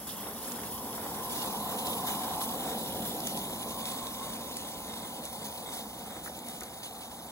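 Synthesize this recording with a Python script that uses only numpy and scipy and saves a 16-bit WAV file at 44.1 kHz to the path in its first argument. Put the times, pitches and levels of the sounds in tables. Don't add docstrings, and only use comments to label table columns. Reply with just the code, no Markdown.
import sys
import numpy as np
from scipy import signal
from scipy.fft import rfft, irfft, next_fast_len
from scipy.io import wavfile
from scipy.ndimage import uniform_filter1d

SR = 44100
rng = np.random.default_rng(int(sys.argv[2]) if len(sys.argv) > 2 else 0)


def store_wav(level_fs):
    pcm = np.round(np.clip(np.atleast_2d(level_fs), -1, 1) * 32767)
    wavfile.write(sys.argv[1], SR, pcm.T.astype(np.int16))


N = 322371
T = np.arange(N) / SR
HZ = np.fft.rfftfreq(N, 1 / SR)


def amp(db):
    return 10 ** (np.asarray(db) / 20)


def evened(x):
    return x / np.sqrt(np.mean(x ** 2) + 1e-20)


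def curve(rows, axis=1):
    rows = np.array(rows)
    return np.interp(T, rows[:, 0], rows[:, axis])


def read(points, hz):
    f, value = np.transpose(points)
    return np.interp(np.log(hz + 1), np.log(f + 1), value)


def add(mix, s, sound):
    part = mix[..., max(round(s * SR), 0):][..., :sound.shape[-1]]
    part += sound[..., :part.shape[-1]]


def resonance(hz, centre_hz, width_hz):
    return 1 / (1 + (2 * (hz - centre_hz) / width_hz) ** 2)


def resonances(hz, modes):
    return sum(amp(db) * resonance(hz, f, width) for f, width, db in modes)


def wander(rate):
    return evened(irfft(rfft(rng.standard_normal(N)) / (1 + (HZ / rate) ** 4), N))


def left_lead(hz):
    # f/Hz, lead/rad
    lead_points = [(0, 0), (1200, 0.23), (2100, 1.0), (2600, 3.0), (3330, 3.2), (3720, 4.5), (4600, 5),
                   (5500, 4.1), (6400, 6), (7100, 5.4), (8300, 3.2), (8900, 3), (10400, 0.1), (11200, 0),
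                   (13100, -3.1), (13700, -3.2), (15400, -6.2)]
    return np.interp(hz, *np.transpose(lead_points))


def directional(hz):
    return np.interp(hz, [3500, 8300], [1, 0])


def noise(colour, size=N, scatter=1):
    # f/Hz, likeness (0 to 1)
    likeness_points = [(40, 0.7), (150, 1), (500, 0.92), (1000, 0.91), (1600, 0.45), (2300, 0.6),
                       (2700, 0.975), (3250, 0.975), (3750, 0.72), (4600, 0.3), (5400, 0.55), (6000, 0.35),
                       (7500, 0.7), (8400, 1), (8900, 1), (9800, 0.78), (10800, 1), (12400, 0.8),
                       (13400, 1), (14500, 0.8), (15600, 1)]
    padded = next_fast_len(size, True)
    hz = np.fft.rfftfreq(padded, 1 / SR)
    left, other = rfft(rng.standard_normal((2, padded)))
    likeness = np.clip(read(likeness_points, hz), 0, 1)
    same = likeness ** (1 + (abs(scatter) - 1) * directional(hz))
    right = same * left + np.sqrt(1 - same ** 2) * other
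    right = right * np.exp(-1j * left_lead(hz))
    pair = irfft(np.array([left, right]) * colour(hz), padded)
    return evened(pair[:, :size])


def shifted(x, by_hz):
    turning = np.exp(2j * np.pi * np.cumsum(by_hz) / SR)
    return (signal.hilbert(x) * turning).real


def passing(closest_s, reach_s):
    return 1 / np.hypot(1, (T - closest_s) / reach_s)


def crossing(at_s, length_s):
    return .5 + .5 * np.tanh((T - at_s) / length_s)


def sputter(per_s, spread_db, decay_s, share):
    struck = rng.random(N) < per_s / SR
    size = amp(spread_db * np.minimum(rng.exponential(1, N), 4)) * struck
    bursts = signal.lfilter([1], [1, -np.exp(-1 / (decay_s * SR))], size ** 2)
    share = np.clip(share, 0, 1)
    return 1 - share + share * bursts / bursts.mean()


def garden(level_db=-52, gust_db=0.1):
    # f/Hz, level/dB (relative)
    rumble_colour = [(22, -38), (35, -17), (50, -9), (64, 1), (78, -4), (120, -9.5), (200, -6),
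                     (500, -12.5), (1000, -7.5), (2000, -26), (8000, -93)]
    rumble = noise(lambda hz: amp(read(rumble_colour, hz)))
    return rumble * amp(level_db + gust_db * wander(rate=3.7))


def wheel_turns(start_turn=0.084):
    # t/s, speed/(turns/s)
    wheel_speed = [(0, 2.535), (2.4, 2.773), (4.8, 2.747), (7.31, 2.563)]
    return start_turn + np.cumsum(curve(wheel_speed)) / SR


def flue(waver_hz=8, middle_width_hz=190, middle_uneven_db=1.6):
    # f/Hz, width/Hz, level/dB (relative)
    low_modes = [(219.3, 30, 3), (295, 120, -5.5), (162, 170, -7)]
    # t/s, level/dB
    low_level = [(0, -49), (0.6, -46.5), (1.2, -44), (1.85, -42.5), (2.4, -43), (3.0, -43), (3.7, -45),
                 (4.3, -45.5), (5.1, -48.5), (6.5, -49), (6.85, -53), (7.31, -52.5)]
    # t/s, f/Hz, level/dB
    middle_course = [(0, 486, -52), (1.1, 470, -48.5), (1.8, 475, -46), (2.4, 509.5, -47.5),
                     (2.9, 520, -45.5), (3.6, 543.5, -48), (4.8, 526.4, -51), (6.0, 515, -52.5),
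                     (7.31, 490.8, -60.5)]
    low = noise(lambda hz: resonances(hz, low_modes))
    roar = amp(curve(low_level)) * shifted(low, waver_hz * wander(rate=6.02))

    start_hz = middle_course[0][1]
    middle = noise(lambda hz: resonance(hz, start_hz, middle_width_hz))
    middle = shifted(middle, curve(middle_course) - start_hz)
    middle_db = curve(middle_course, axis=2) + middle_uneven_db * wander(rate=14)
    return roar + amp(middle_db) * middle


def chimney(lower_trim_db=0.8, draught_db=0.06, draught_turn=0.038):
    # f/Hz, width/Hz, trim/dB, share by which each follows the upper voice in level and drift
    chimney_modes = [(747, 145, -1.7, 0.0162), (871, 205, -2.5, 0.5), (1023, 136, -1.35, 1),
                     (1340, 200, -18.5, 0.25)]
    # t/s, lower level/dB, upper level/dB, full drift/Hz
    voice = [(0, -57.5, -57.5, 20), (0.9, -50.5, -48, 0), (1.4, -45, -41, -10), (2.0, -42, -41.5, 0),
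             (2.55, -41.5, -44, -0.5), (2.95, -45, -51, -65), (3.3, -44, -49, -45),
             (3.55, -48.5, -47.5, -10), (3.8, -49.5, -46.5, 25), (4.2, -50, -47, 45),
             (4.55, -52, -51.5, -10.5), (5.7, -49.5, -52.5, -50.5), (6.6, -51.5, -63, -70.5),
             (7.31, -50.5, -60, -80.5)]
    draught = amp(draught_db * np.cos(2 * np.pi * 2 * (wheel_turns() - draught_turn)))
    lower_db = curve(voice) + lower_trim_db
    upper_db = curve(voice, axis=2)
    drift_hz = curve(voice, axis=3)
    roar = np.zeros((2, N))
    for f, width, trim_db, follows in chimney_modes:
        mode = shifted(noise(lambda hz: resonance(hz, f, width)), follows * drift_hz)
        roar += amp(lower_db + follows * (upper_db - lower_db) + trim_db) * draught * mode
    return roar


def burner(flutter_db=0.8):
    return (flue() + chimney()) * amp(flutter_db * wander(rate=12.4))


def puff(age, rise=0.13, fall=0.51):
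    opening = np.sin(np.pi / 2 * np.clip(age / rise, 0, 1)) ** 2
    return opening * np.exp(-(np.maximum(age - .5, 0) / fall) ** 2)


def beats(open_share=0.44, uneven_db=2.0):
    beat_db = [-9, -5.5, -3, -5]
    count = len(beat_db)
    number, since = np.divmod(count * wheel_turns(), 1)
    number = number.astype(int)
    chance_db = uneven_db * rng.standard_normal(number[-1] + 1)
    level_db = np.take(beat_db, number % count) + chance_db[number]
    return amp(level_db) ** 2 * puff(since / open_share)


def steam_power(leak_db=-37.5, closest_s=2.15, reach_s=1.67):
    leak = (amp(leak_db) * passing(closest_s, reach_s)) ** 2
    return leak * (1 + beats())


def spurts():
    # t/s, spray level/dB, length/s, lower hiss/dB (against the spray)
    spurt_times = [(0.066, -41, 0.068, 5), (0.197, -42, 0.04, -2), (0.41, -42, 0.13, 3),
                   (0.71, -37, 0.05, -5), (1.22, -47, 0.051, 6), (1.29, -43, 0.075, 8.5),
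                   (1.345, -40, 0.13, 5.5), (1.851, -36, 0.084, -1), (2.062, -36, 0.072, 2),
                   (2.403, -35, 0.045, -1), (3.047, -35.5, 0.044, -3), (3.25, -41.5, 0.065, 3),
                   (3.351, -41.5, 0.066, 3), (3.79, -43, 0.029, 2), (3.84, -42, 0.12, -1),
                   (4.553, -49.5, 0.065, 8), (4.83, -49.5, 0.042, -5), (5.232, -48.5, 0.06, 6.5),
                   (5.44, -40.5, 0.05, 1), (5.532, -44, 0.053, -5), (5.715, -41, 0.093, 1),
                   (6.232, -42, 0.047, -2), (6.46, -44.5, 0.11, 0.5), (6.827, -45.5, 0.053, 4),
                   (7.004, -53, 0.059, 9.5)]
    power = np.zeros((2, N))
    for s, db, length_s, lower_db in spurt_times:
        both = amp([[db + lower_db], [db]]) ** 2
        add(power, s, both * puff(T[:SR // 2] / length_s))
    return power


def mottled(x, slow_db=2.0, quick_db=1.35):
    # t/s, share of the full phase lead
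    obliqueness = [(0, 0.19), (0.9, 0.46), (1.35, 0.8), (1.9, 1), (2.3, 0.76), (2.75, 0.9), (3.05, 0.73),
                   (3.45, 0.95), (4.6, 0.81), (5.4, 0.94), (7.31, 1)]
    hz, t, z = signal.stft(x, SR, nperseg=512, noverlap=384)

    def patches(size):
        field = rng.standard_normal(z.shape[1:])
        field = uniform_filter1d(field, size[0], axis=0)
        return evened(uniform_filter1d(field, size[1], axis=1))

    z = z * amp(slow_db * patches(size=(2, 24)) + quick_db * patches(size=(12, 4)))
    head_on = 1 - np.interp(t, *np.transpose(obliqueness))
    z[1] *= np.exp(1j * np.outer(left_lead(hz) * directional(hz), head_on))
    return signal.istft(z, nperseg=512, noverlap=384)[1][:, :N]


def exhaust(ahead_db=-1, near_s=1.4, near_length_s=0.12, past_s=3.62, past_length_s=0.38, split_hz=9000):
    # f/Hz, level/dB (relative)
    ahead_colour = [(900, -9), (2300, -14), (3250, -3.5), (4200, -9), (5500, -3), (6400, -8), (7300, -5.5),
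                    (7800, -5), (8150, 2.5), (9000, -1.5), (10300, -4), (11800, 1.5), (13300, -2.5),
                    (15700, -3)]
    side_colour = [(900, -15), (2300, -13), (3000, -1), (3800, 0.8), (4400, -5.5), (5600, -4), (6500, -7),
                   (7500, -4), (8200, -0.5), (9000, -2), (10500, -2.5), (11900, 0.5), (13300, -2),
                   (14600, -1), (15700, -3)]
    behind_colour = [(900, -27), (2300, -11), (2900, -5), (3600, -2.5), (4200, -5), (5500, -7.5),
                     (6600, -6.5), (7400, -8.5), (8200, -6.5), (8900, -0.5), (10500, -8), (11100, -8),
                     (12000, -5), (13300, -8.5), (14500, -6), (15700, -7)]
    ahead = 1 - crossing(near_s, near_length_s)
    behind = crossing(past_s, past_length_s)
    beside = (1 - ahead) * (1 - behind)
    jet = amp(ahead_db) * np.sqrt(ahead) * noise(lambda hz: amp(read(ahead_colour, hz)), scatter=1.7)
    jet += np.sqrt(beside) * noise(lambda hz: amp(read(side_colour, hz)))
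    jet += np.sqrt(behind) * noise(lambda hz: amp(read(behind_colour, hz)), scatter=0.031)
    jet = mottled(jet)

    lower = irfft(rfft(jet) / (1 + (HZ / split_hz) ** 8), N)
    dry_power, (wet_lower, wet_spray) = steam_power(), spurts()
    crackle = (dry_power + wet_lower) * sputter(per_s=280, spread_db=8.5, decay_s=0.0063, share=0.12)
    spray = (dry_power + wet_spray) * sputter(per_s=3900, spread_db=7, decay_s=0.00062, share=0.17)
    return lower * np.sqrt(crackle) + (jet - lower) * np.sqrt(spray)


def click(low_hz=2000, decay_s=0.00054):
    t = T[:SR // 50]
    return noise(lambda hz: hz / (hz + low_hz), size=len(t)) * np.exp(-t / decay_s)


def strike(ring_hz, width_hz, decay_s, rise_s, wide_db, top_hz=13500):
    t = T[:SR // 10]

    def colour(hz):
        clack = amp(wide_db) * hz / (hz + ring_hz) / (1 + (hz / top_hz) ** 4)
        return resonance(hz, ring_hz, width_hz) + clack

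    return noise(colour, size=len(t)) * (1 - np.exp(-t / rise_s)) * np.exp(-t / decay_s)


def running_gear(tick_db=-9, knock_db=2, rolling_db=-50, closest_s=0.36, reach_s=3.26, ring_db=-1,
                 uneven_db=2.7):
    # f/Hz, level/dB (relative)
    rolling_colour = [(100, -14), (370, 2.5), (620, 3.5), (1000, 0.5), (1400, -1.5), (1750, -4),
                      (2100, -7.5), (2500, -9.5), (3000, -35), (4500, -35)]
    # f/Hz, width/Hz, level/dB (relative)
    metal_modes = [(2103, 67, -3), (3730, 150, 0.5), (3410, 150, 1.5), (8080, 610, 1)]
    # t/s, level/dB
    ringing_level = [(0, -57), (1.5, -53), (2.7, -51), (3.55, -55), (3.85, -44.5), (4.4, -50), (5.7, -49.5),
                     (6.1, -55)]
    # t/s, level/dB, ring f/Hz
    tick_times = [(0.5192, -19, 7240), (1.869, -20, 4290), (2.093, -21, 3920), (2.437, -22, 3500),
                  (3.203, -21, 4926), (3.27, -17, 6800), (3.273, -21, 7450), (3.3734, -19, 3500),
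                  (3.855, -20, 3700), (4.069, -21, 3670), (4.568, -20, 8120), (5.2528, -22, 7880),
                  (6.241, -28, 9900), (6.39, -27, 6950), (6.4852, -23, 9300), (6.6077, -24, 6800),
                  (6.634, -24.5, 6700)]
    # t/s, ring level/dB, ring f/Hz, width/Hz, contact click level/dB
    knock_times = [(0.478, -47, 1700, 1200, -45), (0.634, -42.5, 1700, 1200, -39),
                   (1.726, -40, 1380, 900, -44), (2.29, -52, 1800, 700, -49), (2.31, -49, 1800, 700, -47),
                   (2.4125, -35.5, 1050, 600, -31), (2.415, -37, 3840, 1500, -36),
                   (6.261, -40, 1690, 600, -29), (6.275, -39, 1640, 600, -44), (6.283, -41, 550, 300, -50),
                   (6.297, -40, 550, 298, -55), (6.614, -45, 2000, 899, -43), (6.6205, -44, 1380, 400, -45),
                   (6.622, -37, 260, 300, -55), (6.634, -52, 2000, 1600, -29)]
    out = noise(lambda hz: amp(read(rolling_colour, hz))) * amp(rolling_db) * passing(closest_s, reach_s)
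    ringing = noise(lambda hz: resonances(hz, metal_modes))
    out += ringing * amp(curve(ringing_level) + ring_db)
    out *= amp(uneven_db * wander(rate=4.5))
    out *= np.sqrt(sputter(per_s=110, spread_db=1.8, decay_s=.005, share=.6))
    for s, db, hz in tick_times:
        tick = strike(hz, width_hz=600, decay_s=0.0028, rise_s=0.0003, wide_db=-2)
        add(out, s, amp(db + tick_db) * tick)
    for s, db, hz, width, click_db in knock_times:
        add(out, s, amp(click_db) * click())
        knock = strike(hz, width, decay_s=0.006, rise_s=0.00025, wide_db=-26)
        add(out, s, amp(db + knock_db) * knock)
    return out


def deck(level_db=-46, enters_s=2.5, leaves_s=3.77, ramp_s=0.31):
    # f/Hz, width/Hz, level/dB (relative)
    board_modes = [(182, 80, 4.5), (295, 140, 1.5), (430, 130, 0)]
    on_span = crossing(enters_s, ramp_s) * (1 - crossing(leaves_s, ramp_s))
    boards = noise(lambda hz: resonances(hz, board_modes))
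    return amp(level_db) * on_span * boards


def scene():
    return garden() + burner() + exhaust() + running_gear() + deck()


def record(dry, low_cut_hz=33, edge_hz=15850):
    spectra = rfft(dry) * (1 - 1 / (1 + (HZ / low_cut_hz) ** 4))
    # f/Hz, level/dB
    left_db = [(60, -0.8), (300, -0.34), (1500, 0.17), (3500, -1.0), (6000, -2.2), (9000, 0.1)]
    spectra[0] *= amp(read(left_db, HZ))
    lowpass = signal.firwin(511, edge_hz, window=("kaiser", 9), fs=SR)
    return signal.oaconvolve(irfft(spectra, N), lowpass[None], "same", axes=1)


dry = scene()
out = record(dry)
store_wav(out)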